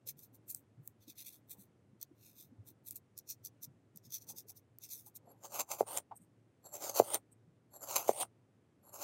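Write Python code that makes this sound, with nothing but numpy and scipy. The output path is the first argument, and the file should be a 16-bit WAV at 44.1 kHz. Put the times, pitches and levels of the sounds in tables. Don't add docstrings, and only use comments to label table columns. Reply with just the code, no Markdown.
import sys
import numpy as np
from scipy import signal
from scipy.fft import rfft, irfft
from scipy.io import wavfile
from scipy.ndimage import uniform_filter1d

SR = 44100
rng = np.random.default_rng(int(sys.argv[2]) if len(sys.argv) > 2 else 0)


def dump_mix(stems):
    frames = np.atleast_2d(stems).T
    limited = np.clip(frames, -1, 1)
    pcm = np.round(limited * 32767).astype(np.int16)
    wavfile.write(sys.argv[1], SR, pcm)


N = 398223
TIME = np.arange(N) / SR


def undb(db):
    return 10 ** (np.asarray(db) / 20)


def unit(x):
    return x / np.sqrt(np.mean(x ** 2))


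def even(x):
    power = uniform_filter1d(x ** 2, size=1100)
    return x / np.sqrt(np.abs(power) + 1e-18)


def band(x, lo_hz, hi_hz, order=2):
    hi_hz = min(hi_hz, SR / 2 - 100)
    return signal.sosfilt(signal.butter(order, [lo_hz, hi_hz], "band", fs=SR, output="sos"), x)


def add(track, s, sound, db):
    start = max(int(s * SR), 0)
    part = sound[:N - start]
    track[start:start + len(part)] += undb(db) * part / np.abs(sound).max()


def walk(per_s, size=N):
    knots = np.arange(int(size / SR * per_s) + 2)
    return 1.2 * np.interp(TIME[:size] * per_s, knots, rng.standard_normal(len(knots)))


def fade60(t, t60_s):
    return np.exp(-np.log(1000) * t / t60_s)


def resonate(x, modes, skirt=1.6, leak_db=-9):
    out = 0
    for hz, width, db in modes:
        waver_db = 2.2 * walk(14, size=len(x))
        peak = signal.iirpeak(hz, hz / (skirt * width), SR)
        once = signal.lfilter(*peak, x)
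        twice = signal.lfilter(*peak, once)
        out = out + undb(db + waver_db) * (twice + undb(leak_db) * once)
    return band(out, .7 * modes[0][0], 1.25 * modes[-1][0], order=3)


def fractures(per_s, spread_db, judder_db):
    clicks = (rng.random(N) < per_s / SR) * rng.standard_normal(N)
    clicks = clicks * undb(spread_db * rng.standard_normal(N) + judder_db * walk(350))
    lag_s = np.abs(.0006 + .00018 * walk(5))
    return clicks + .4 * np.interp(TIME - lag_s, TIME, clicks)


def pressure(strokes, rise_share=0.48):
    power = np.zeros((len(strokes[0][2:]), N))
    for s, length, db, *above_db in strokes:
        near = slice(max(int((s - 3 * length) * SR), 0), int((s + 3 * length) * SR))
        dt = TIME[near] - s
        share = np.where(dt < 0, rise_share, 1 - rise_share)
        swell = np.exp(-np.abs(dt / length / share) ** 1.6)
        levels = undb(db + np.array([0, *above_db]))
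        power[:, near] += np.outer(levels, swell) ** 2
    return np.sqrt(power)


def contact(curve, db_per_s=1000.5):
    s, db = np.transpose(curve)
    outside_s = np.minimum(np.abs(TIME - np.clip(TIME, s[0], s[-1])), .5)
    return undb(np.interp(TIME, s, db) - db_per_s * outside_s)


def scrape(gains, groups, grain, groups_db):
    out = 0
    for gain, modes, db in zip(gains, groups, groups_db):
        out = out + undb(db) * gain * even(resonate(grain, modes))
    return out


def snaps(events, modes, decay_s):
    out, t = np.zeros(N), TIME[:1024]
    for s, db in events:
        crumble = rng.standard_normal(len(t)) * t / decay_s * np.exp(-t / decay_s)
        add(out, s, resonate(crumble, modes), db)
    return out


def blow(hz, spread, order):
    return band(signal.unit_impulse(8192), hz / spread, hz * spread, order=order)


# (pitch [Hz], relative level [dB per Hz])
HUSH_COLOUR = [(25, -27), (55, -22), (80, -8.5), (110, 1.5), (165, -7), (290, -7), (450, -13.5), (900, -24),
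               (2000, -30), (4500, -40), (9000, -40.5), (16000, -57)]
HUSH_DB = -69.5
HUM_HZ, HUM_DB = 112.3, -75.5


def hush(waver_db=0.4):
    hz, db = np.transpose(HUSH_COLOUR)
    bins_hz = np.arange(N // 2 + 1) * SR / N
    colour = undb(np.interp(np.log(bins_hz + 1), np.log(hz), db))
    noise = unit(irfft(rfft(rng.standard_normal(N)) * colour, N))
    hum = np.sqrt(2) * np.sin(2 * np.pi * np.cumsum(HUM_HZ + 3 * walk(8.9)) / SR)
    return undb(HUSH_DB + waver_db * walk(4.2)) * noise + undb(HUM_DB + 2 * walk(5.2)) * hum


# (delay [s], level [dB])
NEAR_ECHOES = [(.0088, -18.5), (0.0202, -20)]


def kitchen(x, wet_db=-27, t60_s=0.08, treble_t60_s=0.067, treble_db=-5):
    t = TIME[:SR // 2]
    low = band(rng.standard_normal(len(t)), 120, 2000) * fade60(t, t60_s)
    high = band(rng.standard_normal(len(t)), 2000, 24000) * fade60(t, treble_t60_s)
    tail = (low + undb(treble_db) * high) / np.sqrt(np.sum(fade60(t, t60_s) ** 2))
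    dull = band(x, 220, 3100, order=1)
    early = sum(undb(db) * np.interp(TIME - delay, TIME, dull, left=0) for delay, db in NEAR_ECHOES)
    return x + early + undb(wet_db) * signal.fftconvolve(x, tail)[:N]


# (time [s], peak level [dB], pitch [Hz])
POTATO_BUMPS = [(0.780, -49.5, 134.6), (1.076, -52.5, 277), (1.582, -54.5, 180), (1.930, -56.5, 200),
                (2.113, -54.5, 287), (2.515, -53, 260), (2.582, -48.5, 109), (3.677, -54, 130),
                (3.952, -54.5, 173), (4.052, -54, 121), (4.298, -56, 814), (4.503, -63.5, 830),
                (5.070, -59.5, 845), (5.275, -53.5, 630), (6.116, -39, 847), (6.203, -60.5, 166),
                (7.465, -59, 149.8)]
# (time of the strongest rub [s], length [s], level [dB], lower rumble above that level [dB])
POTATO_RUBS = [(0.33, 0.2, -80, 4.5), (1.56, 0.059, -71.5, -4), (2.58, 0.3, -82, 12), (3.73, 0.21, -87, 14),
               (4.32, 0.17, -72, 5.5), (5.29, 0.13, -66.5, -13)]
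# (pitch [Hz], width [Hz], relative level [dB])
RUB_UPPER_MODES = [(502, 90, 1.5), (787, 330, -5.5)]
RUB_LOWER_MODES = [(160, 69, -5.5), (281, 20, -4)]
JOSTLE_DB, JOSTLE_HZ, PEELING_S = -62, 243, 5.7


def bumps(decay_s=0.0062, count=14):
    out, t = np.zeros(N), TIME[:2048]
    jostles = []
    for when, size, pitch in rng.random((count, 3)):
        jostle_hz = JOSTLE_HZ * 2 ** (2 * pitch - 1)
        jostles.append((PEELING_S * when, JOSTLE_DB + 6 * (size - .5), jostle_hz))
    for s, db, hz in [*POTATO_BUMPS, *jostles]:
        touch = rng.standard_normal(len(t)) * t * np.exp(-t / decay_s)
        thud = signal.fftconvolve(touch, blow(hz, spread=1.148, order=2))
        add(out, s - decay_s, thud, db)
    rub_modes = (RUB_UPPER_MODES, RUB_LOWER_MODES)
    return out + scrape(pressure(POTATO_RUBS), rub_modes, rng.standard_normal(N), groups_db=(0, 0))


# (time [s], peak level [dB], pitch [Hz])
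BOARD_KNOCKS = [(5.8079, -13.5, 551), (6.9991, -7, 536.4), (8.0920, -11, 552), (8.2317, -31, 950)]
# (pitch [Hz], relative level [dB], time to fade by 60 dB [s])
BOARD_MODES = [(235, -7, .08), (447, -3, .065), (540, -7, .05), (607, -5, .05), (720, -7, .045),
               (805, -6, .05), (1087, -20, .06), (2080, -20, .05)]


def board(ring_db=-22, click_db=-16, click_s=0.0014, thump_db=-31, thump_hz=115):
    out, t = np.zeros(N), TIME[:8192]
    hardest_db = max(db for _, db, _ in BOARD_KNOCKS)
    for s, db, hz in BOARD_KNOCKS:
        push = blow(hz, spread=1.433, order=3)
        ring = 0
        for mode_hz, mode_db, t60_s in BOARD_MODES:
            tone = np.sin(2 * np.pi * (mode_hz * t + rng.random()))
            ring = ring + undb(mode_db) * tone * fade60(t, t60_s)
        click = band(rng.standard_normal(len(t)), 1200, 3500, order=1) * np.exp(-t / click_s)
        thump = np.sin(2 * np.pi * thump_hz * t) * np.exp(-t / 0.015) * (1 - np.exp(-t / .004))
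        force = undb(db - hardest_db)
        after = undb(ring_db) * ring + force * (undb(click_db) * click + undb(thump_db) * thump)
        knock = (1 - np.exp(-t / 0.0024)) * after - push / np.abs(push).max()
        add(out, s, knock, db)
    return out


# (start [s], length [s], blade rasp [dB], handle rasp [dB])
PEEL_STROKES = [(0.03, 0.68, -8, -14.5), (0.977, 0.63, -3, -4), (1.98, 1.0, -3.5, -6), (3.155, 1, 1, -12.5),
                (3.93, 0.9, 2, -10), (4.762, 0.33, 0, -9)]
RASP_FADE_DB = 13.5


def bite():
    db = np.zeros((2, N))
    for s, length, *rasp_db in PEEL_STROKES:
        start = max(int(s * SR), 0)
        progress = np.clip((TIME[start:] - s) / length, 0, 1)
        db[:, start:] = np.array(rasp_db)[:, None] - RASP_FADE_DB * progress
    return undb(db)


# (time of the strongest scrape [s], length [s], sizzle level [dB])
PEELER_SCRAPES = [(0.075, 0.015, -48), (0.093, 0.027, -43), (0.195, 0.029, -58.5), (0.237, 0.037, -58),
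                  (0.351, 0.025, -62.5), (0.505, 0.032, -43.5), (0.555, 0.058, -56.5), (0.868, 0.052, -67),
                  (1.03, 0.039, -71), (1.099, 0.036, -55.5), (1.202, 0.049, -50.5), (1.275, 0.046, -50.5),
                  (1.338, 0.058, -60), (1.517, 0.035, -48.5), (1.61, 0.054, -61), (2.024, 0.024, -56),
                  (2.265, .11, -64), (2.403, 0.073, -57.5), (2.686, 0.037, -57), (2.881, 0.035, -49),
                  (2.92, 0.023, -54), (2.964, .027, -51), (3.187, 0.025, -58.5), (3.307, 0.037, -46.5),
                  (3.461, 0.026, -48), (3.639, 0.025, -46.5), (3.973, 0.031, -71.5), (4.058, .033, -65.5),
                  (4.146, 0.048, -44), (4.224, 0.033, -61), (4.301, 0.034, -47.5), (4.386, 0.038, -49.5),
                  (4.499, 0.028, -51), (4.574, 0.029, -59.5), (4.843, 0.039, -52.5), (4.929, 0.057, -46.5),
                  (4.983, 0.071, -56.5), (5.072, 0.033, -56), (5.163, 0.019, -48.5)]
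# (time [s], peak level [dB])
BLADE_TICKS = [(0.094, -31), (0.512, -33), (0.5473, -25), (0.8754, -31), (2.0135, -34), (2.0283, -27),
               (2.9088, -27), (2.9584, -35), (2.9657, -32), (3.1777, -35), (3.1884, -31), (3.3012, -28),
               (3.4496, -31), (3.6343, -33), (3.96, -41), (3.9729, -36), (4.7855, -37)]
# (pitch [Hz], width
# [Hz], relative level [dB])
SIZZLE_MODES = [(9080, 1700, -5.5), (11440, 2100, -2.5), (13150, 540, 3.5), (13900, 2600, 0)]
RASP_MODES = [(5340, 240, -3.5), (6000, 650, 7)]
HANDLE_MODES = [(2550, 450, -8), (3650, 400, 0), (4100, 400, -4)]
TICK_MODES = [(6600, 800, -11), (8800, 1600, -4), (12200, 2000, -1), (14500, 2400, -1)]


def peeler():
    grain = fractures(per_s=8000, spread_db=2.4, judder_db=1.8)
    sizzle = pressure(PEELER_SCRAPES)[0]
    blade_rasp, handle_rasp = sizzle * bite()
    gains = (sizzle, blade_rasp, handle_rasp)
    shave = scrape(gains, (SIZZLE_MODES, RASP_MODES, HANDLE_MODES), grain, groups_db=(0, 0, 0))
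    return shave + snaps(BLADE_TICKS, TICK_MODES, decay_s=0.00047)


# (pitch [Hz], relative level [dB])
STEEL_MODES = [(2118, -8.5), (5740, -9.5), (6020, -6), (6257, 2.5), (7361, -2.5), (7528, -2.5), (8550, 0.5),
               (8837, -6.5), (9205, 1)]


def steel(x, ring_db=-2, width_hz=60):
    ring = 0
    for hz, db in STEEL_MODES:
        ring = ring + undb(db) * signal.lfilter(*signal.iirpeak(hz, hz / width_hz, SR), x)
    return undb(ring_db) * ring


# (start [s], free [s], friction at the start [dB], friction at the end before the tear [dB])
KNIFE_DRAWS = [(5.877, 5.982, -48.5, -43.5), (7.045, 7.154, -53.5, -38), (8.118, 8.224, -55, -37.5)]
TEAR_S, TEAR_DB = 0.017, 4.5


def withdrawal():
    gain = 0
    for start, free, start_db, end_db in KNIFE_DRAWS:
        holding = np.clip((free - TEAR_S - TIME) / .003, 0, 1)
        rise = contact([(start, start_db), (free, end_db)])
        gain = gain + rise * undb(TEAR_DB * (1 - holding))
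    return gain


MODERATE_DB = -42


def grow(force, db_per_db):
    return undb(MODERATE_DB) * (force / undb(MODERATE_DB)) ** db_per_db


# (time [s], force level [dB])
KNIFE_PUSHES = [
    [(5.26, -83), (5.318, -62.5), (5.354, -93), (5.408, -80.5), (5.45, -46), (5.49, -68.5), (5.55, -41.5),
     (5.588, -46), (5.598, -32), (5.61, -36.5), (5.632, -59), (5.66, -82.5), (5.716, -37.5), (5.776, -59),
     (5.804, -43), (5.85, -79)],
    [(6.62, -91), (6.658, -51.5), (6.706, -69.5), (6.74, -47), (6.762, -46.5), (6.788, -59.5),
     (6.836, -41.5), (6.89, -45.5), (6.896, -39), (6.928, -57.5), (6.966, -35), (7.002, -33.5),
     (7.01, -48.5), (7.05, -56.5)],
    [(7.71, -79), (7.738, -59), (7.768, -53), (7.788, -71), (7.834, -45), (7.862, -58), (7.898, -41.5),
     (7.95, -44), (7.962, -28.5), (7.978, -36.5), (8.04, -51.5), (8.07, -51.5), (8.088, -37), (8.13, -57.5)],
    [(8.82, -91), (8.838, -69.5), (8.896, -61), (8.914, -73.5), (8.942, -49), (8.984, -56.5), (9.03, -40.5)],
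]
# (time [s], peak level before the steel rings [dB])
FLESH_CRACKS = [(5.597, -24), (5.606, -25), (5.615, -28), (5.9735, -22), (5.984, -27), (6.951, -30),
                (7.1440, -18), (7.959, -20), (7.964, -20), (8.202, -27)]
# (time of the strongest squeak [s], length [s], level [dB])
SLICE_SLIPS = [(6.169, .022, -57), (6.225, 0.04, -71), (7.327, .018, -64)]
# (pitch [Hz], width [Hz], relative level [dB])
FREE_MODES = [(2720, 600, -24), (4370, 250, -3), (6700, 1100, -22), (7420, 280, 7), (9550, 190, 0.5),
              (11450, 180, 11), (13100, 1400, -11), (15450, 1900, -22)]
GRIPPED_MODES = [(2380, 350, -22), (2770, 1000, -9.5), (4250, 1100, -8.5), (6550, 400, -1.5),
                 (7230, 700, -0.5), (8500, 1400, -6.5), (11780, 1100, -1), (13900, 3100, -9.5),
                 (15200, 1200, -13)]
DRAWN_MODES = [(2220, 500, -16.5), (3130, 1100, -10.5), (4400, 3700, -17.5), (7200, 340, -14),
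               (8950, 490, 2), (10100, 1500, -7), (11700, 1300, -11), (14400, 1700, -12.5)]
FLESH_MODES = [(412, 200, -7), (590, 80, 8.5), (728, 250, 13), (1126, 300, -18.5)]
SQUEAK_MODES = [(8470, 340, 2), (9290, 410, -9), (12240, 460, -9)]
GRIP_AFTER_S, GRIP_TAKES_S = 0.13, 0.056
LOW_MODES_DB, LOW_MODES_GROWTH = -13, 1.206
FLESH_DB, FLESH_GROWTH = -5, 0.8434


def knife(low_count=3):
    crunch = fractures(per_s=11000, spread_db=2.5, judder_db=1.8)
    free = gripped = 0
    for curve in KNIFE_PUSHES:
        force = contact(curve)
        start = curve[0][0]
        grip = np.clip(.5 + (TIME - start - GRIP_AFTER_S) / GRIP_TAKES_S, 0, 1)
        free = free + force * np.sqrt(1 - grip)
        gripped = gripped + force * np.sqrt(grip)
    drawn = withdrawal()
    flesh = grow(np.sqrt(.5 * free ** 2 + gripped ** 2 + drawn ** 2), FLESH_GROWTH)
    cut = scrape((free, flesh), (FREE_MODES, FLESH_MODES), crunch, groups_db=(-2, FLESH_DB))
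    for force, modes in ((gripped, GRIPPED_MODES), (drawn, DRAWN_MODES)):
        gains = (grow(force, LOW_MODES_GROWTH), force)
        groups = (modes[:low_count], modes[low_count:])
        cut = cut + scrape(gains, groups, crunch, groups_db=(LOW_MODES_DB, -2.5))
    cut = cut + snaps(FLESH_CRACKS, GRIPPED_MODES, decay_s=.0004)
    squeak = pressure(SLICE_SLIPS)[0] * even(resonate(crunch, SQUEAK_MODES))
    return cut + steel(cut) + squeak


def scene():
    sources = peeler() + knife() + board() + bumps()
    return (kitchen(sources) + hush())[None]


def record(dry):
    thin = signal.sosfilt(signal.butter(2, 45, "high", fs=SR, output="sos"), dry)
    top_hz = 15900
    return signal.sosfilt(signal.ellip(10, .2, 70, top_hz, fs=SR, output="sos"), thin)


dry = scene()
out = record(dry)
dump_mix(out)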